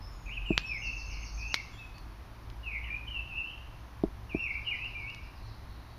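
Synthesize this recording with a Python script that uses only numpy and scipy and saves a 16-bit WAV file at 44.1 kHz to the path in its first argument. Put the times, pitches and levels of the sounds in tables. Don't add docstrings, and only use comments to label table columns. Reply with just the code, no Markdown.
import sys
import numpy as np
from scipy import signal
from scipy.fft import rfft, irfft, next_fast_len
from scipy.io import wavfile
from scipy.ndimage import uniform_filter1d, map_coordinates

SR = 44100
rng = np.random.default_rng(int(sys.argv[2]) if len(sys.argv) > 2 else 0)


def to_wav(sig):
    pcm = np.clip(np.atleast_2d(sig), -1, 1) * 32767
    pcm = np.round(pcm).astype(np.int16)
    wavfile.write(sys.argv[1], SR, pcm.T)


N = 263718
T = np.arange(N) / SR


def amp(db):
    return 10 ** (np.asarray(db) / 20)


def along(points, hz):
    f, v = np.transpose(points)
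    return np.interp(np.log(hz + 1), np.log(f + 1), v)


def wobble(rate, size=N):
    knots = rng.standard_normal(int(size * rate / SR) + 4)
    return map_coordinates(knots, [np.arange(size) * rate / SR])


def add(track, s, x):
    start = max(round(s * SR), 0)
    track[start:start + len(x)] += x[:max(N - start, 0)]


def filtered(x, response):
    m = next_fast_len(N + SR // 2)
    return irfft(rfft(x, m) * response(np.fft.rfftfreq(m, 1 / SR)), m)[:N]


def noise(spectrum):
    x = filtered(rng.standard_normal(N), lambda hz: amp(along(spectrum, hz)))
    return x / np.sqrt(np.mean(x ** 2))


def impulse(spectrum, tilt_db, size=4096):
    hz = np.fft.rfftfreq(size, 1 / SR)
    cepstrum = irfft(np.log(amp(along(spectrum, hz) + tilt_db * np.log2(hz + 1))))
    causal = 2 * cepstrum[:size // 2] * (np.arange(size // 2) > 0)
    pulse = irfft(np.exp(rfft(causal, size)))
    return pulse / np.abs(pulse).max()


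# frequency in Hz, relative density in dB.
FLAME_SPECTRUM = [(15, -3.5), (28, -1.5), (42, 5.5), (62, 3), (78, -0.5), (130, -9), (220, -18), (400, -31),
                  (900, -32), (3000, -86)]

def flames(level_db=-47.5, gust_db=2):
    return amp(level_db + gust_db * wobble(13)) * noise(FLAME_SPECTRUM)


def hum(hz, db, waver, swell_db):
    phase = 2 * np.pi * np.cumsum(hz * (1 + waver * wobble(14))) / SR
    return np.sqrt(2) * amp(db + swell_db * wobble(11)) * np.sin(phase)


# frequency in Hz, relative density in dB.
HUSH_SPECTRUM = [(30, 1.5), (200, 2.5), (310, 4.5), (460, -3.5), (700, 0.5), (1050, 3.5), (1400, -2.5),
                 (2200, -6.5), (3200, -11.5), (4500, -13.5), (6000, -16.5), (7200, -26.5), (11000, -21),
                 (15000, -26)]
# time in seconds, level in dB.
DRONE_LEVELS = [(0, -51), (.4, -43), (.85, -46), (1.38, -39.5), (1.65, -55), (2.25, -53), (2.85, -42),
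                (3.75, -54), (4.45, -48), (4.9, -64), (5.98, -58)]

def distant_drone(start_hz=44.1, rise_hz_per_s=4.1, hush_db=-55):
    drone_db = np.interp(T, *np.transpose(DRONE_LEVELS))
    drone = hum(start_hz + rise_hz_per_s * T, drone_db, waver=.035, swell_db=1)
    hush = amp(hush_db + .25 * wobble(2.88)) * noise(HUSH_SPECTRUM)
    return hush + drone + hum(hz=109, db=-57, waver=.018, swell_db=4)


def whistle(hz, db, edge_s=.0068, waver=.0045):
    t = np.arange(len(hz)) / SR
    phase = 2 * np.pi * np.cumsum(hz * (1 + waver * wobble(255.7, len(hz)))) / SR
    gate = np.sin(np.pi / 2 * np.clip(np.minimum(t, t[-1] - t) / edge_s, 0, 1)) ** 2
    return np.sqrt(2) * amp(db) * gate * np.sin(phase)


# frequency in Hz, time to decay by 60 dB in seconds.
DECAY_TIMES = [(100, 0.52), (1000, 0.21), (2600, 0.76), (6000, 0.86), (12000, 0.36)]

def trees(x, wet_db, build_s=.0022, trunk_db=-12, trunks=8):
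    hz, t, spectra = signal.stft(rng.standard_normal(SR), SR, nperseg=256)
    decay = amp(-60 * t / along(DECAY_TIMES, hz)[:, None])
    tail = signal.istft(spectra * decay * (1 - np.exp(-t / build_s)), SR, nperseg=256)[1]
    tail /= np.linalg.norm(tail)
    tail[rng.integers(SR // 300, SR // 25, trunks)] += amp(trunk_db) * rng.choice([-1, 1], trunks)
    path = amp(wet_db) * tail
    path[0] += 1
    return signal.fftconvolve(x, path / np.linalg.norm(path))


# start and length in seconds, first and last pitch in Hz,
# level in dB, rasp as a fraction of the pitch.
TIT_WHISTLES = [(0, 0.074, 5350, 5110, -54.5, .028), (0.097, 0.21, 6820, 6600, -68, .014),
                (0.439, .13, 7520, 7380, -64.5, .006), (0.644, .1, 5580, 5056, -48, .008),
                (1.695, 0.098, 7200, 7000, -70.5, .02), (1.933, .05, 4580, 4400, -57, .035),
                (3.77, 0.091, 6500, 6200, -76, .01), (4.346, 0.087, 5540, 5480, -63.5, .006)]
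# time in seconds, pitch as a fraction
# of the top note, gain in dB.
TIT_SYLLABLE = [(0, .975, 5), (.025, .995, -10), (.047, 1.005, -4.5), (.062, .87, 2.5), (.078, .73, 0),
                (.096, .635, -1)]
# start in seconds, syllables per second, syllable count, top note in Hz,
# base level in dB, extra gain of the top note in dB.
TIT_TRILLS = [(0.777, 7.3, 6, 6430, -51, -2), (4.45, 8.25, 9, 5770, -64.5, -10)]

def tit():
    song = np.zeros(N)
    for s, length, start_hz, end_hz, db, rasp in TIT_WHISTLES:
        hz = np.geomspace(start_hz, end_hz, int(length * SR))
        add(song, s, trees(whistle(hz, db, edge_s=.03, waver=rasp), wet_db=2.5))
    pitch_ratio, shape_db = contour(TIT_SYLLABLE)
    on_top_note = uniform_filter1d(1. * (pitch_ratio > .95), size=400)
    for s, rate, count, top_hz, db, top_db in TIT_TRILLS:
        for k in range(round(count)):
            syllable = whistle(top_hz * pitch_ratio, db + shape_db + top_db * on_top_note, waver=.0113)
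            add(song, s + k / rate, trees(syllable, wet_db=4))
    return song


def contour(rows):
    s, *columns = np.transpose(rows)
    t = np.arange(s[0], s[-1], 1 / SR)
    return [np.interp(t, s, column) for column in columns]


def warbled(hz, db, depth_hz, warble_hz, uneven=.3, throb_db=3):
    rate = warble_hz * np.exp(uneven * wobble(80, len(hz)))
    warble = np.sin(2 * np.pi * np.cumsum(rate) / SR)
    shake_db = throb_db * wobble(66.8, len(hz)) * np.tanh(depth_hz / 60)
    return whistle(hz + depth_hz * warble, db + shake_db)


# start and length in seconds, first and last pitch in Hz, bow of
# the middle in Hz, base level in dB, swell from start to end in dB, warble depth in Hz.
THRUSH_NOTES = [ (0.256, 0.044, 2397, 1973, 324, -45.5, 10, 95), (.29, 0.061, 2300, 3150, -3, -42, -3, 132),
                (.35, .04, 3000, 2407, 0, -38.5, 14, 85), (0.449, 0.092, 3054, 2413, -40, -39, 14, 64),
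                (0.633, 0.07, 2520, 2520, 83, -39, 5, 11), (0.706, 0.078, 2482, 2049, 34, -35.5, -4.5, 58),
                (0.816, 0.13, 2776, 2672, -41, -38.5, 2, 79), (1.088, .16, 2574, 2455, 1, -52.5, -1, 366),
                (1.371, .165, 2490, 2778, -80, -43, 6, 92), (1.55, 0.067, 2233, 2113, -2, -44.5, -8, 80),
                (1.726, 0.074, 3580, 3850, -400, -55.5, 7, 76), (1.779, 0.081, 2650, 2526, 3, -50, 6, 11),
                (2.628, 0.076, 2930, 2440, -2.5, -43.5, 16, 72),
                (2.707, 0.085, 2406, 2110, -0.5, -38.5, -4.5, 134),
                (2.832, 0.07, 2615, 2206, 3, -45.5, -8, 440), (2.899, 0.08, 2352, 2427, 29.5, -38, -6, 66),
                (3.068, 0.077, 3044, 2854, -1, -45.5, 5, 93), (3.139, .068, 2851, 2600, -21, -36, 0, 39),
                (3.298, 0.044, 2687, 2510, 1, -43, -3, 60), (3.351, 0.09, 2613, 2606, 110, -38, -3.5, 75),
                (3.434, 0.09, 2716, 3113, 1.5, -45, -1, 97), (4.292, .074, 2990, 2630, -450, -43.5, 10, 64),
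                (4.357, .13, 2535, 2080, 389, -37, 6.5, 44), (4.487, 0.035, 2420, 2088, 3, -37.5, 4, 76),
                (4.536, 0.052, 2130, 2433, 57, -39.5, -14, 40), (4.645, 0.061, 3050, 2687, 1, -41, 14, 110),
                (4.706, 0.053, 2680, 1937, -130, -38, -13, 48), (4.788, 0.081, 2495, 2910, -90, -40, 1, 60),
                (4.946, 0.065, 2345, 2329, 40, -37, -2, 11), (5.005, 0.069, 2250, 2326, -71, -43, 4, 13),
                (5.063, .068, 2390, 2882, 100.5, -42.5, -6, 60)]

def thrush(gain_db=1, taper_db=4):
    song = np.zeros(N)
    for s, length, start_hz, end_hz, bow_hz, db, swell_db, depth_hz in THRUSH_NOTES:
        progress = np.linspace(0, 1, int(length * SR))
        arch = 1 - (2 * progress - 1) ** 2
        hz = start_hz + (end_hz - start_hz) * progress + bow_hz * arch
        level_db = gain_db + db + swell_db * (progress - .5) - taper_db * (1 - arch)
        add(song, s, trees(warbled(hz, level_db, depth_hz, warble_hz=85), wet_db=-4))
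    return song


# frequency in Hz, relative level in dB.
THUD_SPECTRUM = [(25, -33), (110, -10.5), (205, 0.5), (250, -3.5), (330, 4), (420, -3.5), (520, -25.5),
                 (640, -8), (760, -20), (880, -21), (1200, -34.5), (1800, -54), (5000, -65)]
# start in seconds, peak of the thud in dB, tilt in dB per octave.
KNOCKS = [(0.5059, -14.5, -3), (4.037, -14.5, 0), (4.3479, -18, -1)]

def bumps(sway_hz=46, sway_db=-20, sway_rise_s=.02):
    out, t = np.zeros(N), np.arange(SR // 5) / SR
    swell = t / sway_rise_s * np.exp(1 - t / sway_rise_s)
    sway = amp(sway_db) * swell * np.sin(2 * np.pi * sway_hz * t)
    for s, db, tilt_db in KNOCKS:
        force = amp(-38.5) * np.exp(-t / .015) * rng.standard_normal(len(t))
        force[0] = 1
        thud = signal.fftconvolve(force, impulse(THUD_SPECTRUM, tilt_db))[:len(t)]
        add(out, s, amp(db) * (thud / np.abs(thud).max() + sway))
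    return out


# frequency in Hz, relative level in dB.
CRACK_SPECTRUM = [(100, -4), (600, -19), (1000, -7.5), (1600, -2.5), (2800, 0), (3600, -1.5), (4400, 2.5),
                  (5600, -6.5), (7000, -14.5), (9000, -48), (12500, -31), (15000, -44)]
STEAM_SPECTRUM = [(1000, -21), (4000, -9), (7000, 3), (12500, 1), (15000, -14)]
# start in seconds, gain in dB, tearing time in seconds,
# tilt in dB per octave, pitch of the gas pocket in Hz, relative steam level in dB.
CELL_BURSTS = [(0.5785, -7.5, 0.0023, -1, 2820, -58), (1.5428, -7.5, 0.018, 2, 2240, -35.5),
               (1.9822, -35, 0.018, 3, 2670, -28), (2.501, -38.5, 0.02, 2, 3270, -31),
               (2.98, -49, .004, 1, 4200, -34), (4.037, -39.5, 0.011, -4.5, 3600, -46),
               (4.8452, -46, .004, 3, 4000, -35), (5.1012, -40, 0.0024, 2, 4574, -36),
               (5.1475, -34.5, 0.0017, 1.5, 5400, -30)]

def pops(tear_db=-17, ground_db=-40, ground_delay_s=.017, pocket_db=-5, decay_cycles=1.64):
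    out, t = np.zeros(N), np.arange(SR // 10) / SR
    hiss = noise(STEAM_SPECTRUM)
    log_echo = amp(-29) * np.exp(-t / .004)
    ground_echo = amp(ground_db) * np.exp(-np.abs(t - ground_delay_s) / .0079)
    for s, db, tearing_s, tilt_db, pocket_hz, steam_db in CELL_BURSTS:
        fibres = amp(tear_db - 60 * t / tearing_s)
        force = (fibres + log_echo + ground_echo) * rng.standard_normal(len(t))
        force[0] = 1
        force /= np.linalg.norm(force)
        crack = signal.fftconvolve(force, impulse(CRACK_SPECTRUM, tilt_db))[:len(t)]
        cycles = pocket_hz * t
        pocket = amp(pocket_db) * np.sin(2 * np.pi * cycles) * np.exp(-cycles / decay_cycles)
        steam = amp(steam_db) * np.exp(-t / .0063) * hiss[round(s * SR):][:len(t)]
        add(out, s, trees(amp(db) * (crack + pocket + steam), wet_db=-22))
    return out


# time in seconds, pitch in Hz, level in dB, warble depth in Hz.
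FAR_CALL = [(5.42, 4226, -63.5, 251), (5.6, 4070, -75, 300), (5.76, 4110, -67.5, 350),
            (5.98, 4300, -70, 447)]

def twitter():
    song = np.zeros(N)
    call = warbled(*contour(FAR_CALL), warble_hz=40.1)
    add(song, FAR_CALL[0][0], trees(call, wet_db=1))
    return song


def scene():
    return (thrush() + tit() + twitter() + pops() + bumps() + flames() + distant_drone())[None]


def record(dry, notch_hz=8000, notch_width_hz=600, top_hz=15300):
    def response(hz):
        detuning = notch_hz ** 2 - hz ** 2
        return detuning / (detuning + 2j * hz * notch_width_hz) * (hz < top_hz)
    return filtered(dry[0], response)[None]


dry = scene()
out = record(dry)
to_wav(out)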